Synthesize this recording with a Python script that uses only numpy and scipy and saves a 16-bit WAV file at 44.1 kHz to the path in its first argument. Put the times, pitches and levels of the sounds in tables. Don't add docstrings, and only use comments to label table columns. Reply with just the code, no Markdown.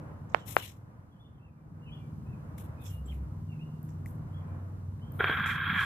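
import sys
import numpy as np
from scipy import signal
from scipy.fft import rfft, irfft
from scipy.io import wavfile

SR = 44100
rng = np.random.default_rng(int(sys.argv[2]) if len(sys.argv) > 2 else 0)


def generate_wav(sig):
    pcm = np.round(np.clip(np.atleast_2d(sig).T, -1, 1) * 32767).astype(np.int16)
    wavfile.write(sys.argv[1], SR, pcm)


N = 257984


def amp(db):
    return 10 ** (np.asarray(db) / 20)


def rms_one(x):
    return x / np.sqrt(np.mean(x ** 2) + 1e-20)


def in_time(rows):
    seconds, *columns = np.transpose(rows)
    return [np.interp(np.arange(N) / SR, seconds, column) for column in columns]


def window(rows, fade_s):
    first, last = rows[0][0], rows[-1][0]
    return np.interp(np.arange(N) / SR, [first - fade_s, first, last, last + fade_s], [0, 1, 1, 0])


def envelope(start, rise, hold, fall):
    corners = start + np.cumsum([0, rise, hold, fall])
    return np.interp(np.arange(N) / SR, corners, [0, 1, 1, 0])


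def at_hz(points, hz):
    table_hz, values = np.array(points)[:, 0], np.array(points)[:, 1]
    return np.interp(np.log(hz), np.log(table_hz), values)


def drift(rate_hz):
    r = np.exp(-80 * np.pi * rate_hz / SR)
    slow = signal.lfilter([1], [1, -2 * r, r * r], rng.standard_normal(N // 40 + 2002))[2000:]
    return np.interp(np.arange(N) / 40, np.arange(len(slow)), rms_one(slow))


def sides(x, pan_db):
    return x * amp(np.array([pan_db / 2, -pan_db / 2]).reshape(2, -1))


def resonance(x, hz, width_hz):
    r = np.exp(-np.pi * width_hz / SR)
    zeros = np.array([1, 0, -1]) * (1 - r * r) / 2
    poles = [1, -2 * r * np.cos(2 * np.pi * hz / SR), r * r]
    return signal.lfilter(zeros, poles, x + 1e-18)


def band(x, low_hz, high_hz):
    edges = [low_hz, min(high_hz, .45 * SR)]
    return signal.sosfilt(signal.butter(4, edges, "band", fs=SR, output="sos"), x)


def tone(hz, wander_rad, start_s=0):
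    turns = np.cumsum(hz) / SR - hz[0] * start_s
    return np.sqrt(2) * np.cos(2 * np.pi * turns + wander_rad * drift(1.8))


def glides(notes, warble, fade):
    out = np.zeros(N)
    for s, length, first_hz, middle_hz, last_hz, db in notes:
        at = slice(int((s - fade) * SR), int((s + length + fade) * SR))
        u = np.clip(2 * (np.arange(N)[at] / SR - s) / length - 1, -1, 1)
        bend = (first_hz + last_hz) / 2 - middle_hz
        hz = middle_hz + u * (last_hz - first_hz) / 2 + u ** 2 * bend
        level = envelope(s - fade, fade, length, fade)[at] * amp(db - 4.5 * u ** 2)
        phase = 2 * np.pi * np.cumsum(hz * (1 + warble[at])) / SR
        out[at] += level * np.sqrt(2) * np.sin(phase)
    return out


# time in seconds, rate in Hz.
FIRING_RATE = [(0, 19.36), (2.2, 19.33), (3.0, 19.27), (4.3, 19.2), (5.5, 19.06), (5.85, 19.04)]
# time in seconds, level in dB.
EXHAUST_LEVEL = [(0, -51.5), (.6, -63.5), (1.1, -69), (1.5, -62), (1.85, -51.5), (2.15, -49), (2.45, -50),
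                 (2.7, -56.5), (3.2, -49.5), (3.5, -48), (3.85, -45.5), (4.4, -49.5), (4.7, -55),
                 (5.0, -52), (5.4, -46), (5.85, -53)]
# multiple of the base rate, relative level in dB.
EXHAUST_PARTIALS = [(3, -16), (4, -12), (5, -15), (6, -18), (7, -3.5), (8, 2), (9, -13), (10, -21),
                    (11, -18.5), (12, -7.5), (14, -26), (16, -16), (20, -25.5)]
FIRST_FIRING_S = .0135


def exhaust():
    (base_hz,), (level_db,) = in_time(FIRING_RATE), in_time(EXHAUST_LEVEL)
    note = 0
    for multiple, db in EXHAUST_PARTIALS:
        swell = amp(db + 1.5 * drift(5.6))
        note = note + swell * tone(multiple * base_hz, wander_rad=.18, start_s=FIRST_FIRING_S)
    return amp(level_db) * note


# start in seconds, rise in seconds, hold in seconds, starting pitch in Hz, level in dB.
DRONE_TONES = [(2.78, 0.11, .051, 94.6, -37.6), (2.81, 0.22, .21, 66.8, -36.5),
               (3.167, 0.13, .16, 95.9, -39.5), (3.794, 0.13, 1.95, 94.2, -42.5)]
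DRONE_FALL_S, DRONE_SAG_HZ_PER_S = 0.12, 0.66


def drones():
    out = 0
    for s, rise, hold, hz, db in DRONE_TONES:
        sagging_hz = hz - DRONE_SAG_HZ_PER_S * np.maximum(np.arange(N) / SR - s, 0)
        shape = envelope(s, rise, hold, DRONE_FALL_S) ** 2
        out = out + shape * amp(db + 0.24 * drift(6.3)) * tone(sagging_hz, wander_rad=.3)
    return out


# time in seconds, level of the ringing in dB, level of a faint noise from 2.7 to 13 kHz in dB.
RUSH_LEVEL = [(5.199, -31.5, -82.5), (5.235, -32, -72.5), (5.26, -32.5, -72), (5.3, -29, -69),
              (5.4, -30.5, -70), (5.455, -32.5, -77), (5.49, -28.5, -55), (5.56, -33, -61),
              (5.62, -32.5, -103), (5.69, -30.5, -79.5), (5.81, -28.5, -52.5), (5.85, -30, -56)]
# time in seconds, strength in dB, extra dB for resonances below 900 Hz.
METAL_KNOCKS = [(5.197, -39, 29), (5.205, -20, 17.5), (5.242, -18.5, 5.5), (5.295, -27.5, 27),
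                (5.459, -28.5, -9.5)]
# pitch in Hz, width of the resonance in Hz, relative level in dB.
METAL_RESONANCES = [(433, 44, -28), (754, 87, -24), (1097, 140, -11), (1344, 22, -5.5), (1399, 17.4, -2),
                    (1602, 90, 0), (1760, 172, -7.5), (1920, 224, -14.5), (2544, 370, -17),
                    (2170, 400, -16.5), (2406, 43, -15), (2480, 240, -21.5), (3232, 66, -19.5),
                    (3120, 590, -31.5), (3302, 90, -12), (3606, 87, -18.5), (3713, 375, -25)]
KNOCK_DAMPING_HZ = 44.5
HOLLOW_DB, HOLLOW_FADE_DB_PER_S, HOLLOW_END_DB = 17, 66, -3
FIZZ_DB, FIZZ_BAND_HZ = -31, (11500, 17800)


def rush():
    level_db, faint_db = in_time(RUSH_LEVEL)
    since = np.maximum(np.arange(N) / SR - RUSH_LEVEL[0][0], 0)
    low_db = np.maximum(HOLLOW_DB - HOLLOW_FADE_DB_PER_S * since, HOLLOW_END_DB)
    hits = (rng.random((2, N)) < 6000 / SR) * rng.choice([-1, 1], (2, N))
    contacts = hits * amp(1.2 * np.minimum(rng.exponential(1, (2, N)), 4))
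    shared, opposed = contacts * amp(1.8 * drift(90))
    at = [round(row[0] * SR) for row in METAL_KNOCKS]
    knock_db, thud_db = np.transpose(METAL_KNOCKS)[1:]
    rattle, knocks = np.zeros((2, N)), np.zeros(N)
    for k, (hz, width_hz, db) in enumerate(METAL_RESONANCES):
        is_low = hz < 900
        colour = amp(db + low_db * is_low + 0.98 * drift(29.0)) * (-1) ** k
        difference = 0.31 * resonance(opposed, hz, width_hz) * np.array([[1], [-1]])
        rattle += colour * (resonance(shared, hz, width_hz) + difference)
        blows = np.zeros(N)
        blow_db = knock_db + db + thud_db * is_low + rng.normal(0, 1.9, len(at))
        blows[at] = amp(blow_db) * rng.choice([-1, 1], len(at))
        blows = np.convolve(blows, rng.standard_normal(70) * np.hanning(70) / 5)[:N]
        damped_hz = width_hz + KNOCK_DAMPING_HZ
        knocks += resonance(blows, hz, damped_hz) * SR / (np.pi * damped_hz)
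    rattle = window(RUSH_LEVEL, 0.0093) * amp(level_db) * rattle / np.std(rattle[:, at[0]:])
    metal = band(rattle + amp(-2) * band(knocks, 250, 3000), 250, 4100)
    fizz_noise = rms_one(band(rng.standard_normal((2, N)), *FIZZ_BAND_HZ))
    fizz = window(RUSH_LEVEL, 0.09) * amp(level_db + FIZZ_DB) * fizz_noise
    faint_noise = rms_one(band(rng.standard_normal((2, N)), 2700, 13000))
    faint = window(RUSH_LEVEL, 0.033) * amp(faint_db) * faint_noise
    return sides(metal, -1.3) + sides(fizz, 3.3) + faint


# start in seconds, strength in dB, pitch in Hz.
DULL_BUMPS = [(5.203, -14.5, 457), (5.24, -17, 445), (5.294, -18, 315), (5.328, -32, 420),
              (5.386, -23, 195), (5.405, -23.5, 175), (5.554, -23.5, 158.5), (5.674, -29, 278),
              (5.698, -19, 175), (5.726, -20, 196.5), (5.761, -18.5, 178)]


def bumps():
    out = np.zeros(N)
    for s, db, hz in DULL_BUMPS:
        turns = np.maximum(np.arange(N) / SR - s, 0) * hz
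        swell = (turns / 2.92) * np.exp(1 - turns / 0.86)
        out += amp(db) * swell * np.sin(2 * np.pi * turns)
    return out


# time at the left port in seconds, lag of the right port in seconds,
# signed push at the left port, signed push at the right port, rebound pitch at the nearer port in Hz.
CASE_TICKS = [(0.3464, .00047, 0.034, -1, 604), (0.5671, .00005, 0.99, .43, 516)]
TICK_WIDTH_S, TICK_DIP, FAR_REBOUND_PITCH, BUZZ_DB = .00013, 0.45, 2.7, -34


def ticks():
    out, width = np.zeros((2, N)), TICK_WIDTH_S
    for s, lag, left, right, near_hz in CASE_TICKS:
        for port, push in enumerate((left, right)):
            near = abs(push) >= max(abs(left), abs(right))
            hz = near_hz * (1 if near else FAR_REBOUND_PITCH)
            t = np.arange(N) / SR - s - port * lag
            after = np.maximum(t - width, 0)
            dip = near * TICK_DIP * np.exp(-((t + 2.0 * width) / (.9 * width)) ** 2)
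            spike = np.exp(-(t / width) ** 2) - dip
            swing = np.exp(-after / 0.00072) * np.sin(2 * np.pi * hz * after)
            swing = swing * np.minimum(after * hz * 4, 1)
            buzz_noise = rms_one(band(rng.standard_normal(N), 280, 1700))
            buzz = (t > 0) * np.exp(-after / 0.024) * buzz_noise
            crack = amp(-31.0) * np.exp(-(t / .00003) ** 2)
            out[port] += push * (spike + crack - swing + amp(BUZZ_DB) * buzz)
    return out


# time in seconds, strength in dB, ring pitch in Hz, left-right difference
# in dB, width of the narrower ring resonance in Hz, share of the broad tick from 0 to 1.
CASE_CLICKS = [(2.583, -32.5, 2000, -1, 600, 0.83), (3.83, -41.5, 13200, -9, 2970, 0.14),
               (3.8908, -51, 1500, -16, 910, 0.53), (4.004, -62, 1490, 11, 600, 0.3),
               (4.06, -32, 2020, 4, 246, 0.63), (4.997, -50.5, 1650, -2, 600, 0.5),
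               (5.121, -43, 14300, 21.5, 2030, 0.2)]


def clicks():
    out = np.zeros((2, N))
    for s, db, hz, pan_db, width_hz, broad in CASE_CLICKS:
        push = np.zeros(N)
        push[round(s * SR)] = 1
        ring = resonance(resonance(push, hz, width_hz), hz, 3.2 * width_hz)
        ring = (1 - broad) * ring / np.max(np.abs(ring))
        tick = broad * band(push, 900, 22000)
        out += sides(amp(db) * (ring + tick), pan_db)
    return out


# start in seconds, rise in seconds, hold in seconds, level of the top, middle and low noise bands
# in dB, left-right difference of the top band in dB.
NOISE_BURSTS = [(0.284, 0.012, .12, -105, -74, -79, -36), (0.335, .004, 0.046, -79, -85, -59.5, 18),
                (0.445, 0.038, 0.045, -60, -55.5, -55, 43.5), (0.562, 0.0032, 0.09, -59, -65, -51.5, 27.5),
                (.565, .003, 0.042, -83, -57.5, -57.5, -18.5), (0.601, 0.034, 0.067, -67, -59, -58.5, 9),
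                (2.572, 0.009, 0.021, -56, -66, -64, 10), (2.604, .01, 0.039, -79, -88, -75, 2),
                (2.778, 0.052, .13, -60, -80, -72, -2), (2.832, .025, 0.03, -74, -59, -68, -34),
                (3.047, 0.016, .1, -67.5, -80, -74, -3), (3.825, .003, 0.046, -66.5, -101, -97, 0),
                (3.877, 0.015, 0.012, -88, -70.5, -88, -26), (4.058, 0.0025, .004, -59.5, -69, -75, -6),
                (4.07, .004, 0.042, -64, -97, -86, 1), (5.126, 0.011, 0.21, -66, -97, -76, 9),
                (5.455, 0.0053, 0.0053, -51, -54.5, -70, 3)]
TOP_FADE_DB_PER_S, LOWER_FADE_DB_PER_S, LOWER_PAN_SHARE = 252.5, 350, 0.27


def noise_bursts():
    grain = rng.standard_normal((2, N)) * amp(2.3 * drift(71.4))
    top = rms_one(band(grain, 9650, 21000))
    middle = rms_one(band(grain, 5130, 8060))
    low = rms_one(band(grain, 1780, 4020))
    power = np.zeros((3, 2, N))
    for s, rise, hold, top_db, middle_db, low_db, pan_db in NOISE_BURSTS:
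        t = np.arange(N) / SR - s
        onset = np.clip(t / rise, 0, 1) ** 2
        past = np.clip(t - rise - hold, 0, .5)
        upper = sides(onset * amp(-TOP_FADE_DB_PER_S * past), pan_db)
        lower = sides(onset * amp(-LOWER_FADE_DB_PER_S * past), LOWER_PAN_SHARE * pan_db)
        power += np.array([amp(top_db) * upper, amp(middle_db) * lower, amp(low_db) * lower]) ** 2
    return np.sum(np.sqrt(power) * [top, middle, low], axis=0)


# start in seconds, length in seconds,
# first, middle and last pitch in Hz, level half way in dB.
SKIN_SQUEAKS = [(.59, 0.045, 2800, 2910, 2830, -49.5), (2.78, 0.088, 2450, 2560, 2490, -67.5),
                (2.81, 0.11, 3620, 3400, 3080, -65.5), (3.085, 0.034, 3160, 3230, 3040, -59.5)]


def squeaks():
    ports = []
    for side_db in (1.0, -1.0):
        squeak = glides(SKIN_SQUEAKS, warble=0.03 * drift(255.7), fade=0.018)
        ports.append(squeak * amp(4.7 * drift(150) + side_db))
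    return np.array(ports)


# start in seconds, length in seconds,
# first, middle and last pitch in Hz, level half way in dB.
BIRD_NOTES = [(.385, 0.06, 3500, 3080, 2900, -63.5), (1.115, 0.057, 3340, 3240, 3060, -80),
              (1.19, .062, 3120, 3510, 2950, -74), (1.255, 0.03, 3450, 3450, 2700, -73),
              (1.345, .045, 3310, 3160, 3120, -81.5), (1.4, 0.096, 2575, 2710, 2470, -75),
              (1.565, 0.055, 2350, 2360, 2360, -84.5), (1.82, 0.18, 2783, 2970, 2750, -69.5),
              (1.86, .04, 2700, 2570, 2360, -65.5), (1.912, .05, 2900, 3360, 2920, -59.5),
              (1.97, .04, 3300, 3400, 3340, -77), (1.99, 0.09, 2440, 2360, 2290, -73.5),
              (2.265, 0.085, 2500, 2665, 2380, -69), (2.9, 0.089, 2780, 2830, 2860, -66),
              (3.055, 0.024, 7600, 7700, 7760, -68), (3.112, 0.0168, 3000, 2615, 2060, -61.5),
              (3.49, 0.073, 2840, 2710, 2530, -67), (3.51, 0.046, 2523, 2280, 2000, -76),
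              (3.595, 0.047, 2505, 2770, 2890, -62.5), (3.67, 0.11, 2820, 2870, 2730, -76),
              (4.33, 0.079, 3120, 3330, 3090, -70.5), (4.47, 0.062, 2350, 2400, 2400, -76),
              (5.02, 0.071, 3010, 3185, 3190, -67)]


def bird():
    song = glides(BIRD_NOTES, warble=.01 * drift(160), fade=.006) * amp(3.0 * drift(60))
    t = np.arange(int(.3 * SR)) / SR
    echoes = rng.standard_normal((2, len(t))) * np.exp(-t / .05)
    echoes = echoes / np.sqrt(np.sum(echoes[0] ** 2))
    tail = signal.fftconvolve(song[None], echoes, axes=1)[:, :N]
    return np.array([song, np.roll(song, 5)]) + amp(-3.5) * tail


# frequency in Hz, left-right likeness from -1 to 1.
PORT_LIKENESS = [(60, 1), (130, 0.94), (290, 0.66), (640, 0.36), (1410, -0.29), (3100, -0.33),
                 (6820, -0.57), (15000, -0.018)]


def coloured(spectrum):
    hz = np.maximum(np.arange(N // 2 + 1) * SR / N, 1)
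    alike = np.clip(at_hz(PORT_LIKENESS, hz), -1, 1)
    mid, side = rfft(rng.standard_normal((2, N))) * amp(at_hz(spectrum, hz))
    out = irfft(np.sqrt(1 + alike) * mid + np.sqrt(1 - alike) * side * np.array([[1], [-1]]), N)
    return out / np.std(out.mean(axis=0))


# frequency in Hz, relative level in dB.
RUMBLE_SPECTRUM = [(13, -65), (22, -23), (102, 3), (166, -7), (198, -6.5), (216, -9.5), (312, -20),
                   (332, -23.5), (420, -22.5), (550, -58.5), (920, -120)]
# frequency in Hz, relative level in dB.
TRAFFIC_SPECTRUM = [(180, -23), (300, -2), (372, -14.5), (426, -11.5), (500, -6), (547, -9.5), (795, -11),
                    (861, -11), (1010, -9.5), (1160, -12), (1430, -15.5), (2640, -33), (4500, -55.5),
                    (5850, -71), (9900, -120)]
# frequency in Hz, relative level in dB.
HISS_SPECTRUM = [(1760, -26.5), (3000, -6), (3190, -12), (3560, -11), (13900, -13.5), (14800, -8.5),
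                 (15500, -34.5)]
# time in seconds, gain in dB.
BACKGROUND_GAIN = [(0, 0.5), (.22, -2), (.5, -3.5), (.95, -6), (1.5, -10.5), (1.73, -6.5), (2.0, -0.5),
                   (3.5, 0.5), (4.6, 0), (5.17, 0)]
# time in seconds, level in dB before that gain.
TRAFFIC_SWELL = [(0, -52), (.5, -54), (.7, -57.5), (1.5, -56), (2.0, -60), (2.5, -57), (2.8, -58.5),
                 (3.28, -61.5), (3.67, -59.5), (4.03, -59), (4.55, -56.5), (4.95, -64), (5.2, -55.5),
                 (5.85, -60.5)]
RUMBLE_DB, HISS_DB = -44, -79.5
PUFF_DEPTH = .18


def background():
    (gain_db,), (traffic_db,) = in_time(BACKGROUND_GAIN), in_time(TRAFFIC_SWELL)
    (base_hz,) = in_time(FIRING_RATE)
    puffs = 1 + PUFF_DEPTH * tone(base_hz, wander_rad=0.21, start_s=FIRST_FIRING_S)
    rumble = amp(RUMBLE_DB + 1.4 * drift(5.2)) * puffs * coloured(RUMBLE_SPECTRUM)
    traffic = amp(traffic_db + 1.5 * drift(3.3)) * coloured(TRAFFIC_SPECTRUM)
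    hiss = amp(HISS_DB) * coloured(HISS_SPECTRUM)
    return amp(gain_db) * (rumble + traffic + hiss)


def scene():
    short_sounds = ticks() + clicks() + noise_bursts() + squeaks()
    return exhaust() + drones() + background() + short_sounds + bird() + rush() + bumps()


def record(dry):
    bass_cut = signal.sosfilt(signal.butter(2, 40, "high", fs=SR, output="sos"), dry)
    top_cut = signal.ellip(10, .5, 55, 14600, fs=SR, output="sos")
    return signal.sosfilt(top_cut, bass_cut)


dry = scene()
out = record(dry)
generate_wav(out)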